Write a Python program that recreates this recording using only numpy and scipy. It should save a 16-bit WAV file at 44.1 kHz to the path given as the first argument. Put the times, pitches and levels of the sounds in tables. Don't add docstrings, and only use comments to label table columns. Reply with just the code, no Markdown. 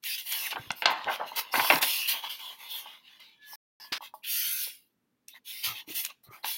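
import sys
import numpy as np
from scipy import signal
from scipy.fft import rfft, irfft
from scipy.io import wavfile
from scipy.ndimage import uniform_filter1d

SR = 44100
rng = np.random.default_rng(int(sys.argv[2]) if len(sys.argv) > 2 else 0)


def to_wav(s):
    ch = np.atleast_2d(s).T
    pcm = np.round(np.clip(ch, -1, 1) * 32767)
    wavfile.write(sys.argv[1], SR, pcm.astype(np.int16))


N = 290009
TIME = np.arange(N) / SR


def undb(db):
    return 10 ** (np.asarray(db) / 20)


def unit(x):
    return x / np.sqrt(np.mean(x ** 2))


def add(out, s, x):
    i = max(int(s * SR), 0)
    out[i:i + len(x)] += x[:len(out) - i]


def lowpass(x, order, edge_hz):
    return signal.sosfilt(signal.butter(order, edge_hz, fs=SR, output="sos"), x)


def highpass(x, edge_hz):
    return signal.sosfilt(signal.butter(2, edge_hz, "highpass", fs=SR, output="sos"), x)


def band(x, lo_hz, hi_hz):
    hi_hz = min(hi_hz, SR * .45)
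    sos = signal.butter(2, [lo_hz, hi_hz], "bandpass", fs=SR, output="sos")
    return signal.sosfilt(sos, x) * np.sqrt(SR / 2 / (hi_hz - lo_hz))


def colour(x, points):
    hz, db = np.transpose(points)
    grid = np.maximum(np.fft.rfftfreq(2048, 1 / SR), 1)
    shape = np.interp(np.log(grid), np.log(hz), db)
    shape -= 24 * np.maximum(np.log2(grid / hz[-1]), 0)
    shape -= 12 * np.maximum(np.log2(hz[0] / grid), 0)
    cepstrum = irfft(np.log(undb(shape)))
    cepstrum[1:1024] *= 2
    cepstrum[1025:] = 0
    return signal.fftconvolve(x, irfft(np.exp(rfft(cepstrum))))[:len(x)]


def slips(count, per_s, spread_db):
    chance, out = rng.random((2, count)), np.zeros(count)
    hit = chance[0] < per_s / SR
    size = undb(spread_db * np.minimum(-np.log(chance[1, hit]), 4))
    out[hit] = size * (-1.) ** np.flatnonzero(hit)
    return out


def burst(decay_s, rise_s):
    t = TIME[:SR // 5]
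    signs = rng.choice([-1, 1], len(t))
    return signs * np.exp(-t / max(decay_s, 1e-4)) * (1 - np.exp(-t / rise_s))


SAG_DB_PER_S = 14
BRAKE_POWER = 1.105


def envelope(start_s, attack_s, hold_s, release_s):
    t = TIME - start_s
    rise = np.sin(np.pi / 2 * np.clip(t / max(attack_s, 1e-3), 0, 1)) ** 2
    held = np.maximum(t - attack_s, 0)
    braking = np.maximum(held - hold_s, 0) / max(release_s, 1e-3)
    loss_db = SAG_DB_PER_S * held + 20 * braking ** BRAKE_POWER
    return rise * undb(-np.minimum(loss_db, 200))


def combined(shapes, levels_db):
    return np.sqrt(undb(levels_db).T ** 2 @ np.array(shapes) ** 2)


# [f/Hz, level/dB]
BACKGROUND_COLOUR = [(25, -17), (100, -1.5), (250, 7.5), (400, -1), (650, -9.5), (1500, -11), (4000, -18),
                     (8000, -23.5), (16000, -20)]


def room_tone(level_db):
    return undb(level_db) * unit(colour(rng.standard_normal(N), BACKGROUND_COLOUR))


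# [f/Hz, width/Hz, level/dB]
STACK_RESONANCES = [(614, 22, -9.5), (890, 15, -9.5), (1560, 39, -2.5), (2080, 51, -2), (2660, 74, -14),
                    (3380, 35, -6)]


def resonate(x):
    out = x.copy()
    for hz, width_hz, db in STACK_RESONANCES:
        out += undb(db) * signal.lfilter(*signal.iirpeak(hz, hz / width_hz, fs=SR), x)
    return out


def shifting(x, depth_db, width_hz, hold_s):
    spectrum = signal.stft(x, nperseg=512)[2]
    field = rng.standard_normal(spectrum.shape)
    for axis, span in enumerate((width_hz * 512 / SR, hold_s * SR / 256)):
        for _ in range(2):
            field = uniform_filter1d(field, max(int(round(span)), 1), axis=axis, mode="wrap")
    depth_db = depth_db[np.linspace(0, N - 1, spectrum.shape[1]).astype(int)]
    gain = undb(depth_db * np.minimum(unit(field), 1.2))
    even_gain = gain / np.sqrt(np.mean(gain ** 2, axis=0))
    return signal.istft(spectrum * even_gain)[1][:N]


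BRISK_DB = -40
BRISK_EVENNESS = .55


def friction(points, push, slips_per_s, spread_db, patchy_db, width_hz, catch_db):
    releases = (rng.random(N) < 70 / SR) * rng.random(N)
    surge = signal.lfilter([1], [1, -np.exp(-1 / (.007 * SR))], releases)
    surge = np.minimum(unit(surge), 3)
    fibres = unit(slips(N, slips_per_s, spread_db)) + .6 * rng.standard_normal(N)
    drive = fibres * undb(catch_db * surge)
    depth_db = patchy_db * (1 - BRISK_EVENNESS * push / (push + undb(BRISK_DB)))
    rub = colour(shifting(drive, depth_db, width_hz, hold_s=.07), points)
    return push * unit(resonate(rub))


# [f/Hz, level/dB]
FIBRE_COLOUR = [(5000, -15.5), (7600, -15), (9000, -1), (11000, 4.5), (13500, 6.5), (16000, 5.5)]
EDGE_COLOUR = [(2800, -32), (4200, 1), (5000, 1.5), (6400, -1.5), (7500, -11), (10000, -25.5)]
SHEET_COLOUR = [(500, -38.5), (900, -34), (1150, -26.5), (1450, -15.5), (1750, -8.5), (2200, -3),
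                (2800, 3.5), (3400, 1.5), (4100, -2), (5500, -19.5)]


def sliding(glide, drag):
    edge = undb(-5.5) * glide ** 0.68 * drag ** 0.35
    hiss = friction(FIBRE_COLOUR, glide, slips_per_s=6000, spread_db=1.5,
                    patchy_db=4, width_hz=350, catch_db=1.1)
    scrape = friction(EDGE_COLOUR, edge, slips_per_s=6000, spread_db=0,
                      patchy_db=6.5, width_hz=250, catch_db=1.2)
    rasp = friction(SHEET_COLOUR, drag, slips_per_s=3500, spread_db=1.6,
                    patchy_db=7.5, width_hz=190, catch_db=0.84)
    return hiss + scrape + rasp


FLAP_ATTACK_S, FLAP_HOLD_S = 0.0095, 0.023
# [f/Hz, level/dB]
FLAP_COLOUR = [(100, -30.5), (250, -17.5), (450, -9.5), (680, -4.5), (880, 4.5), (1060, 5.5), (1330, -6.5),
               (1550, -7), (2000, -4), (3500, -23)]
AIR_COLOUR = [(25, -21), (60, -23.5), (90, -14.5), (130, -1.5), (180, -9), (280, 4.5), (420, -2.5),
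              (800, -13.5)]
# [t/s, flap level/dB, air level/dB, release/s]
SWINGS = [(0.539, -52, -52.5, 0.2), (0.859, -30, -54, 0.21), (1.046, -43.5, -47.5, 0.053),
          (1.068, -35.5, -52.5, 0.15), (1.183, -47, -55, 0.22), (1.53, -32.5, -54.5, 0.12),
          (1.571, -35.5, -36.5, 0.064), (1.70, -28, -39, 0.15), (1.803, -36, -51.5, 0.055),
          (5.654, -48, -62.5, 0.14), (5.88, -62, -55, 0.11), (6.263, -65, -56, 0.076),
          (6.432, -46, -68, 0.078)]


def bending(flutter):
    swings = [envelope(s, FLAP_ATTACK_S, FLAP_HOLD_S, release_s) for s, _, _, release_s in SWINGS]
    bend, gust = combined(swings, np.array(SWINGS)[:, 1:3])
    flap = friction(FLAP_COLOUR, np.hypot(bend, flutter), slips_per_s=690, spread_db=2.0,
                    patchy_db=6.5, width_hz=110, catch_db=1.0)
    air = friction(AIR_COLOUR, gust, slips_per_s=380, spread_db=3.5,
                   patchy_db=7, width_hz=90, catch_db=-4.5)
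    return flap + air


# [t/s, attack/s, hold/s, release/s, hiss level/dB, rasp level/dB, flutter level/dB]
HAND_STROKES = [ (0.02, 0.048, 0.083, 0.051, -36, -38, -69),
                (0.173, 0.0097, 0.0084, 0.091, -37.5, -41, -66),
                (0.233, 0.056, 0.022, 0.054, -36.5, -43.5, -60),
                (0.297, 0.03, 0.14, 0.085, -34.5, -36.5, -47.5),
                (0.5, 0.0086, 0.014, 0.038, -73, -35.5, -48), (0.566, .02, 0.039, 0.31, -57, -51.5, -64.5),
                (0.749, 0.027, 0.049, 0.021, -48.5, -56, -63),
                (0.855, 0.0045, 0.015, 0.11, -63, -32.5, -40),
                (0.901, 0.0079, 0.0079, 0.022, -43.5, -53.5, -46.5),
                (0.933, 0.042, 0.24, 0.25, -65, -47, -66.5), (1.074, 0.06, 0.02, 0.03, -44.5, -38, -44.5),
                (1.25, 0.031, 0.006, 0.071, -52, -45, -67.5), (1.302, 0.034, 0.17, 0.12, -62, -51.5, -51),
                (1.349, 0.036, 0.01, 0.041, -29.5, -32, -35.5),
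                (1.506, 0.06, 0.22, 0.022, -32, -35.5, -35.5), (1.641, .006, .11, .012, -33, -43.5, -59.5),
                (1.808, 0.012, 0.14, 0.25, -28.5, -31.5, -47.5),
                (2.076, 0.014, 0.03, 0.046, -28, -31.5, -46.5),
                (2.112, 0.032, 0.031, 0.069, -43.5, -43, -43),
                (2.212, 0.032, 0.022, 0.077, -49.5, -39.5, -44),
                (2.286, 0.016, 0.023, 0.11, -42.5, -39, -51.5),
                (2.384, 0.013, 0.13, 0.078, -49, -45.5, -53.5),
                (2.562, .055, 0.056, 0.078, -52.5, -47, -57),
                (2.672, 0.049, 0.081, 0.054, -41.5, -46, -55.5),
                (2.789, 0.077, 0.071, 0.12, -61, -50.5, -57.5),
                (2.999, 0.095, 0.068, 0.14, -71, -54.5, -71),
                (3.194, 0.0053, 0.031, 0.19, -66.5, -49, -63.5), (3.396, 0.049, 0.043, .1, -73.5, -55, -86),
                (3.439, 0.081, 0.047, 0.11, -48.5, -60, -63.5), (3.762, 0.025, 0.065, 0.1, -55, -58, -57.5),
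                (3.997, 0.051, 0.014, 0.038, -51, -46, -58), (4.138, 0.0034, 0.0043, 0.07, -55, -70, -70),
                (4.228, 0.024, 0.036, 0.06, -46, -41.5, -81),
                (4.242, 0.088, 0.31, 0.125, -28.5, -37, -66.5),
                (5.279, 0.004, 0.012, 0.05, -52.5, -53.5, -87.5),
                (5.325, 0.035, 0.012, 0.025, -63, -60, -63.5), (5.437, 0.06, 0.16, .1, -42, -44.5, -70),
                (5.628, 0.016, 0.02, 0.094, -32, -32, -55.5),
                (5.737, 0.029, 0.039, 0.031, -51.5, -43.5, -69),
                (5.859, 0.054, 0.013, 0.043, -42, -46.5, -58),
                (5.928, 0.046, 0.026, 0.07, -30, -40.5, -57.5),
                (6.028, 0.019, 0.011, 0.033, -38, -44, -59.5),
                (6.075, 0.024, 0.0087, 0.031, -59.5, -50, -55),
                (6.231, .008, 0.012, 0.05, -58, -72.5, -70.5),
                (6.292, 0.05, 0.022, 0.082, -56, -62.5, -56.5),
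                (6.424, 0.065, 0.025, 0.19, -34.5, -37.5, -61.5)]


def strokes():
    rows = np.array(HAND_STROKES)
    movements = [envelope(*timing) for timing in rows[:, :4]]
    glide, drag, flutter = combined(movements, rows[:, 4:])
    return sliding(glide, drag) + bending(flutter)


CHIRR_WIDTH = 0.054
# [t/s, level/dB, start f/Hz, end f/Hz, length/s]
STICK_SLIPS = [(0.029, -54.5, 2100, 1653, 0.12), (0.06, -45.5, 2550, 2720, 0.13),
               (0.067, -43, 4900, 4900, 0.12), (0.439, -43.5, 3100, 1340, 0.051),
               (1.512, -45, 5220, 5220, 0.034), (1.828, -41, 2850, 2658, 0.4),
               (2.05, -42.5, 3050, 3310, 0.19), (2.363, -48, 3380, 3190, 0.2),
               (2.652, -44.5, 3500, 3250, 0.19), (3.508, -55, 5400, 5250, 0.063),
               (3.76, -54.5, 5400, 4660, 0.14), (4.22, -55, 2500, 2770, 0.052),
               (4.199, -58.5, 1380, 1566, 0.6), (5.28, -61, 3500, 4000, .11),
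               (5.33, -59, 2020, 1917, 0.068), (5.63, -51.5, 1330, 1200, 0.13),
               (6.228, -68, 4150, 4020, 0.069), (6.239, -61.5, 1200, 1290, 0.18),
               (6.305, -59, 2050, 2600, 0.092), (6.424, -47, 4100, 4120, 0.05)]


def chirrs(level_db):
    out = np.zeros(N)
    for s, db, start_hz, end_hz, length_s in STICK_SLIPS:
        hz = np.linspace(start_hz, end_hz, int(length_s * SR))
        unsteady = lowpass(rng.standard_normal((2, SR)), 2, start_hz * CHIRR_WIDTH)[:, :len(hz)]
        spin = np.exp(2j * np.pi * np.cumsum(hz) / SR)
        grain = np.real((unsteady[0] + 1j * unsteady[1]) * spin)
        add(out, s, undb(db + level_db) * unit(grain) * np.hanning(len(hz)))
    return out


# [t/s, crisp level/dB, bright level/dB, decay/s]
EDGE_FLICKS = [(0.0377, -37, -63, 0.0045), (0.324, -29.5, -27, 0.005), (0.508, -32, -35.5, 0.012),
               (0.859, -27, -67, 0.0019), (1.361, -34, -33, 0.0056), (1.825, -18.5, -19, 0.012),
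               (2.077, -32, -27.5, 0.0068), (2.093, -41, -26.5, 0.004), (3.2019, -58, -53, 0.0021),
               (5.952, -39, -32.5, 0.017), (6.0494, -33, -28, 0.0024), (6.063, -35, -36, 0.0013)]


def ticks(level_db):
    out = np.zeros(N)
    for s, crisp_db, bright_db, decay_s in EDGE_FLICKS:
        flick = burst(decay_s, rise_s=.0001)
        flick *= np.sqrt(0.0075 / max(decay_s, 5e-4))
        crisp = undb(crisp_db) * band(flick, 1900, 5800)
        fizz = undb(bright_db) * band(flick, 7500, 16000)
        add(out, s, crisp + fizz)
    return undb(level_db) * out


POP_DECAY_S, POP_SPREAD = 0.00061, 1.42
# [t/s, level/dB, f/Hz]
CREASES = [(0.322, -21, 6000), (0.717, -22, 7000), (1.044, -27, 2970), (1.160, -25, 2980),
           (1.7111, -13, 1800), (1.724, -16.5, 2200), (1.7374, -17.5, 2602), (1.758, -16, 3530),
           (3.9294, -25, 3970), (5.2838, -29, 6040), (5.361, -44, 3216), (6.0507, -19, 4950),
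           (6.1027, -34, 3490), (6.458, -27.5, 3800)]


def pops(level_db):
    out = np.zeros(N)
    spread = max(POP_SPREAD, 1.1)
    for s, db, hz in CREASES:
        click = band(burst(POP_DECAY_S, rise_s=.0001), hz / spread, hz * spread)
        add(out, s, undb(db + level_db) * click / np.abs(click).max())
    return out


CRACKLES_PER_S = 1500
BOUNCE_S, BOUNCE_DB = (.0004, .0016), -9.5
# [f/Hz, level/dB]
BUCKLE_COLOUR = [(50, -38.5), (150, -28.5), (400, -11), (700, 0), (950, 5), (1280, -6), (1550, 1),
                 (1900, -6), (2800, 0), (5000, -6), (16000, -11.5)]
# [t/s, level/dB, bright edge f/Hz, decay/s, shiver level/dB, shiver decay/s]
BUCKLES = [(0.524, -29, 2130, 0.011, -21.5, .007), (0.5573, -27, 3386, 0.0052, -17.5, .007),
           (0.566, -24.5, 1415, 0.013, -18.5, .01), (0.7046, -13.5, 5010, 0.0023, -24, .015),
           (0.8208, -12, 4370, 0.0016, -16.5, .035), (0.8558, -5, 5400, 0.0028, -19.5, .04),
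           (1.067, -29.5, 1400, 0.0044, 4, 0.022), (1.083, -19, 2300, 0.0037, -5.5, 0.034),
           (1.090, -19, 1480, .0021, -30, .03), (1.196, -28.5, 1786, 0.0034, 3.5, .03),
           (1.208, -25.5, 1598, .006, -4.5, 0.03), (1.539, -11, 2174, 0.0044, -20, 0.017),
           (1.554, -15, 3074, 0.0049, -16, .02), (1.5939, -13, 2700, 0.0082, -18, .02),
           (1.644, -20.5, 2200, 0.0053, -7.5, 0.014), (1.7, -4.5, 3400, 0.0047, -14, 0.038),
           (1.729, -18, 3050, 0.003, -6.5, .015), (1.827, -21, 5210, .003, -6, 0.016),
           (6.4437, -18.5, 4930, 0.0021, -24, 0.027)]


def snaps(level_db, shiver_edge_share):
    out = np.zeros(N)
    for s, db, edge_hz, decay_s, shiver_db, shiver_s in BUCKLES:
        crack = burst(decay_s, rise_s=0.0016)
        crackle = unit(unit(slips(len(crack), CRACKLES_PER_S, spread_db=-2.5)) + .7)
        shiver = burst(shiver_s, rise_s=0.002) * crackle
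        dull_crack = lowpass(crack, 5, min(edge_hz, SR / 3))
        dull_shiver = lowpass(shiver, 5, min(edge_hz * shiver_edge_share, SR / 3))
        snap = undb(db + level_db) * (dull_crack + undb(shiver_db) * dull_shiver)
        add(out, s, snap)
        add(out, s + rng.uniform(*BOUNCE_S), undb(BOUNCE_DB) * snap)
    return resonate(colour(out, BUCKLE_COLOUR))


# [t/s, level/dB, f/Hz, decay/s]
SOFT_CONTACTS = [(0.595, -31, 123, 0.0084), (0.672, -36, 104.2, 0.0065), (0.7051, -23.5, 190, 0.0026),
                 (1.747, -31.5, 157.4, 0.018), (3.92, -26.5, 310, 0.0031), (4.674, -40.5, 505.6, 0.0039),
                 (5.672, -39.5, 102.4, 0.019), (5.697, -38.5, 113, 0.021), (5.877, -37.5, 310, 0.013),
                 (5.903, -31, 320, 0.0069), (6.286, -42, 120.7, 0.014), (6.309, -40, 378, .005)]


def bumps(level_db):
    out, t = np.zeros(N), TIME[:SR // 4]
    for s, db, hz, decay_s in SOFT_CONTACTS:
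        fade = np.exp(-t / decay_s) * (1 - np.exp(-t / 0.00076))
        add(out, s, undb(db + level_db) * np.sin(2 * np.pi * hz * t) * fade)
    return highpass(out, 65)


# [f/Hz, level/dB, time to fall 60 dB/s]
TABLE_RINGING = [(636, -11.5, 0.068), (866, -4, 0.085), (934, 20, 0.014), (1120, -3.5, 0.059)]
# [t/s, level/dB]
FINGER_TAPS = [(1.318, -29.5), (2.239, -26), (2.859, -36), (3.532, -38.5), (4.007, -35.5), (4.024, -34.5),
               (4.139, -32), (4.67, -51), (6.444, -30)]


def taps(level_db):
    out, t = np.zeros(N), TIME[:SR // 8]
    for s, db in FINGER_TAPS:
        ring = np.zeros(len(t))
        for hz, mode_db, t60 in TABLE_RINGING:
            fade = undb(mode_db + 2 * rng.standard_normal() - 60 * t / t60)
            ring += fade * np.sin(2 * np.pi * hz * t)
        ring *= 1 - np.exp(-t / 0.005)
        add(out, s, undb(db + level_db) * ring / np.abs(ring).max())
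    return out


# [t/s, level/dB, f/Hz, hold/s, release/s]
FAINT_TONES = [(3.367, -52, 1713, .45, .14)]


def thin_tones(waver_share):
    out = np.zeros(N)
    for s, db, hz, hold_s, release_s in FAINT_TONES:
        waver = unit(uniform_filter1d(rng.standard_normal(N), size=500))
        swell = envelope(s, .09, hold_s, release_s)
        phase = 2 * np.pi * np.cumsum(hz * (1 + waver_share * waver)) / SR
        out += undb(db) * swell * np.sin(phase)
    return out


# [f/Hz, level/dB]
PALM_COLOUR = [(60, -25), (150, -15), (500, -4.5), (1100, 7), (3000, 9.5), (5200, 8.5), (7000, -11.5),
               (16000, -9)]


def swipe(start_s, landing_db, brush_db):
    landing = envelope(start_s, attack_s=0.0093, hold_s=0.0025, release_s=0.026)
    brush = envelope(start_s, attack_s=0.0064, hold_s=0.054, release_s=0.0028)
    rub = unit(colour(rng.standard_normal(N), PALM_COLOUR))
    return rub * (undb(landing_db) * landing + undb(brush_db) * brush)


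def room(x, wet_db, t60_s, treble_t60_s):
    t = TIME[:SR // 2]
    low = lowpass(rng.standard_normal(len(t)), 2, 3500)
    high = highpass(rng.standard_normal(len(t)), 3500)
    low *= np.exp(-np.log(1000) * t / t60_s)
    high *= np.exp(-np.log(1000) * t / treble_t60_s)
    tail = (low + 2.0 * high) * (t > .005)
    return x + undb(wet_db) * signal.fftconvolve(x, tail / np.linalg.norm(tail))[:N]


def scene():
    rubbing = strokes() + chirrs(level_db=5.5) + thin_tones(waver_share=0.004)
    rubbing += swipe(start_s=3.919, landing_db=-32.0, brush_db=-37.0)
    hits = ticks(level_db=-1.0) + pops(level_db=.5) + snaps(level_db=9.5, shiver_edge_share=0.77)
    hits += bumps(level_db=-5.0) + taps(level_db=-1.5)
    echoing = room(hits, wet_db=-15.5, t60_s=0.33, treble_t60_s=0.13)
    return (echoing + rubbing + room_tone(level_db=-78))[None]


TOP_HZ = 15900
# [start t/s, end t/s]
SILENCE = (3.557, 3.8)


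def record(dry):
    live = 1. * ((TIME < SILENCE[0]) | (TIME > SILENCE[1]))
    live = uniform_filter1d(live, size=60)
    return signal.sosfilt(signal.ellip(10, .2, 75, TOP_HZ, fs=SR, output="sos"), dry * live)


dry = scene()
out = record(dry)
to_wav(out)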